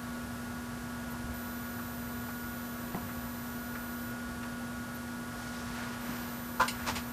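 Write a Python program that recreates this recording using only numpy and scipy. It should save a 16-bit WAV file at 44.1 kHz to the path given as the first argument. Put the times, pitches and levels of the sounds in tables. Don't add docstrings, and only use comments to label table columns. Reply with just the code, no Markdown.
import sys
import numpy as np
from scipy.fft import rfft, irfft, next_fast_len
from scipy.io import wavfile
from scipy.ndimage import uniform_filter1d, map_coordinates

SR = 44100
rng = np.random.default_rng(int(sys.argv[2]) if len(sys.argv) > 2 else 0)


def log_audio(samples):
    frames = np.atleast_2d(samples).T
    limited = np.clip(frames, -1, 1)
    pcm = np.round(limited * 32767).astype(np.int16)
    wavfile.write(sys.argv[1], SR, pcm)


N = 314165
TIME = np.arange(N) / SR
FREQS = np.maximum(np.fft.rfftfreq(N, 1 / SR), 1)


def from_db(db):
    return 10 ** (np.asarray(db) / 20)


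def colour(points):
    hz, db = np.transpose(points)
    return from_db(np.interp(np.log(FREQS), np.log(hz), db))


def bass_cut(hz):
    return 1 / np.sqrt(1 + (hz / FREQS) ** 8)


def resonances(modes):
    power = sum(from_db(db) ** 2 / width / (1 + ((FREQS - hz) / width) ** 2) ** 2
                for hz, width, db in modes)
    return np.sqrt(power)


def noise(gain):
    size = next_fast_len(N)
    gain = np.interp(np.fft.rfftfreq(size, 1 / SR), FREQS, gain)
    white = rng.standard_normal(size)
    return irfft(rfft(white) * gain, size)[:N] * np.sqrt(SR / 2)


def drift(rate):
    targets = rng.standard_normal(1024)
    coarse_time = TIME[::64]
    curve = map_coordinates(targets, [coarse_time * rate + 2], order=3, mode="wrap")
    return np.interp(TIME, coarse_time, curve)


def tone(hz, level_db, waver_db, wander_hz, rate):
    cycles = hz * TIME + np.cumsum(wander_hz * drift(rate)) / SR + rng.random()
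    peak = np.sqrt(2) * from_db(level_db + waver_db * drift(rate))
    return peak * np.sin(2 * np.pi * cycles)


def burst(start, rise, hold, ring_s):
    age = TIME - start
    fade = from_db(-60 * np.clip((age - rise - hold) / ring_s, 0, 3))
    return np.clip(age / rise, 0, 1) * fade


def ringing(gain):
    ring = noise(gain)
    ring /= np.sqrt(np.mean(ring ** 2) + 1e-20)
    return ring / np.sqrt(uniform_filter1d(ring ** 2, size=500) + 1e-6)


def fans():
    # (frequency [Hz], level [dB per Hz])
    air = [(25, -87), (40, -78), (60, -67.5), (105, -70), (220, -73), (300, -78), (400, -78.5),
           (1000, -81.5), (1450, -83.5), (1900, -86.5), (2500, -89.5), (4000, -92), (8000, -94),
           (13000, -94.5)]
    # (pitch [Hz], level [dB])
    fan_tones = [(330.9, -61.5), (389.2, -73), (535.0, -63), (653.7, -83), (663.0, -70), (675.7, -64),
                 (877.8, -67), (890.6, -71), (933.9, -71.5), (953.7, -70.5), (980.7, -64), (995.7, -72),
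                 (1120.8, -59), (1137.1, -59.5), (1221.7, -77), (1325.9, -64), (1620.4, -85),
                 (1634.1, -62.5), (1657.6, -67)]
    rush = noise(colour(air) * bass_cut(hz=33))
    return rush + sum(tone(hz, db, waver_db=1.5, wander_hz=1.15, rate=6) for hz, db in fan_tones)


def whine():
    # (multiple of the switching rate, level [dB])
    overtones = [(4, -71.9), (6, -72.0), (7, -70.8), (8, -73.8), (10, -70.0), (11, -72.4), (13, -77.3),
                 (14, -51.9)]
    # (start [s], end [s])
    on_times = [(1.100, 1.134), (1.337, 4.120), (4.944, 4.974), (6.007, 7.2)]
    switching_hz, fade_s = 1000, 0.004
    running = sum(np.clip(np.minimum(TIME - start, end - TIME) / fade_s, 0, 1)
                  for start, end in on_times)
    return running * sum(tone(multiple * switching_hz, db, waver_db=1.0, wander_hz=0.19, rate=4)
                         for multiple, db in overtones)


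def bumps():
    # (time [s], level [dB], band centre [Hz], band width [octaves])
    taps = [(1.14, -45, 900, .6), (1.24, -38, 74.5, 0.61), (1.295, -40, 75, .7), (1.785, -41, 1300, 0.57),
            (2.283, -43.5, 1080, .9), (2.948, -38, 230, 0.95), (2.959, -38.5, 830, 0.9),
            (3.025, -41, 90, .9), (3.085, -44.5, 1400, .7), (3.748, -42, 1500, 0.89),
            (4.429, -43, 1400, 1.4), (6.089, -38, 200, 1), (6.82, -44, 79.6, 0.58), (6.92, -37.5, 110, .7)]
    out = np.zeros(N)
    for start, db, hz, octaves in taps:
        band = 1 / (1 + (np.log2(FREQS / hz) / octaves) ** 2) ** 2
        ring_s = 0.16 * (1000 / hz) ** 0.15
        strength = from_db(db) * burst(start, rise=0.0036, hold=0, ring_s=ring_s)
        out += strength * ringing(band * bass_cut(hz=48))
    return out


def thud():
    # (pitch [Hz], relative level [dB], time to fade by 60 dB [s])
    floor = [(196, -2.5, 0.1), (328, -5, 0.025), (785, -6, 0.04), (960, -7, 0.028), (1970, -9.5, 0.02)]
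    start_s, blow_db = 2.9465, -27
    age = np.clip(TIME - start_s, 0, 1)
    return sum(from_db(blow_db + db - 60 * age / ring_s) * np.sin(2 * np.pi * hz * age)
               for hz, db, ring_s in floor)


def clothing():
    # (frequency [Hz], relative level [dB])
    rub_shape = [(200, -101), (500, -85.5), (1000, -79.5), (1800, -82), (3000, -90.5), (6000, -105.5),
                 (13000, -110)]
    # (frequency [Hz], relative level [dB])
    swish_shape = [(1500, -110), (3200, -92), (5200, -89.5), (7500, -94.5), (10000, -100), (14000, -110)]
    # (start [s], length [s], rubbing gain [dB], swish gain [dB])
    strokes = [(5.25, 1.0, -4, 0.5), (5.616, 0.8, 3, -1), (5.77, 0.093, 6.5, 1), (5.994, 0.58, 1.5, -0.5),
               (6.71, 0.45, 2.5, -2)]
    rub = swish = 0
    for start, length, rub_db, swish_db in strokes:
        speed = np.interp((TIME - start) / length, [0, 0.19, 1], [0, 1, 0])
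        rub = np.hypot(rub, from_db(rub_db) * speed)
        swish = np.hypot(swish, from_db(swish_db) * speed)
    flutter = from_db(1.3 * drift(rate=60))
    return flutter * (rub * noise(colour(rub_shape)) + swish * noise(colour(swish_shape)))


def fitting():
    # (pitch [Hz], width [Hz], relative level [dB])
    panel_modes = [(520, 40, -15), (690, 51, -10.5), (896, 45, -4), (1011, 37, 1.5), (1200, 72, -3.5),
                   (1430, 43, -2.5), (1575, 57, -2.5), (1650, 51, -9)]
    # (pitch [Hz], width [Hz], relative level [dB])
    catch_modes = [(2070, 76, -1.5), (2280, 91, 2), (2900, 240, 4), (4150, 300, 3), (4980, 300, 1),
                   (5800, 340, -3.5), (6820, 130, 0), (7350, 270, -1.5), (8880, 560, 0.5),
                   (11100, 1000, -6.5)]
    # (frequency [Hz], relative level [dB])
    rattle_shape = [(150, 2.5), (400, 0.5), (1000, 3), (1900, 0.5), (3500, -2.5), (6000, -5.5),
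                    (8000, -11.5), (13000, -24)]
    # (time [s], rise [s], hold [s], panel [dB], catch [dB], rattle [dB])
    contacts = [(6.596, .006, 0.016, -23, -50, -33), (6.679, .002, .003, -52, -31.5, -47),
                (6.853, .032, .010, -37.5, -46.5, -34.5), (6.949, .012, 0.014, -53, -42.5, -38)]
    panel = ringing(resonances(panel_modes))
    catch = ringing(resonances(catch_modes))
    rattle = ringing(colour(rattle_shape)) * from_db(1.7 * drift(rate=300))
    out = np.zeros(N)
    for start, rise, hold, panel_db, catch_db, rattle_db in contacts:
        out += from_db(panel_db) * burst(start, rise, hold, ring_s=0.16) * panel
        out += from_db(catch_db) * burst(start, rise, hold, ring_s=0.15) * catch
        out += from_db(rattle_db) * burst(start, rise, hold, ring_s=0.17) * rattle
    return out


def inverter():
    # (time [s], level [dB])
    swell = [(0.1, -53), (2.5, -49.5), (2.85, -56), (3.3, -54.5), (3.6, -48.5), (4.3, -48.5), (5.7, -49.5),
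             (6.1, -53)]
    # (multiple of hum_hz, level [dB])
    hum_tones = [(1, -57), (3, -73.5), (6, -63.5), (11, -59), (13, -68.5), (14, -60), (15, -67.0),
                 (16, -69.5), (18, -76.4)]
    hum_hz = 120.01
    drone = tone(2 * hum_hz, level_db=-42.5, waver_db=0.55, wander_hz=0.2, rate=6)
    swell_db = np.interp(TIME, *np.transpose(swell))
    high_tone = tone(12 * hum_hz, swell_db, waver_db=1.1, wander_hz=0.18, rate=6)
    hum = sum(tone(multiple * hum_hz, db, waver_db=0, wander_hz=0.17, rate=2.92)
              for multiple, db in hum_tones)
    return drone + high_tone + hum


def scene():
    carriage = inverter() + fans() + whine() + clothing() + bumps() + thud() + fitting()
    return np.array([carriage, carriage])


def record(dry):
    step_down = from_db(np.interp(FREQS, [14100, 14400], [0, -9]))
    cut = from_db(np.interp(FREQS, [15400, 15700], [0, -80]))
    return irfft(rfft(dry) * step_down * cut, N)


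dry = scene()
out = record(dry)
log_audio(out)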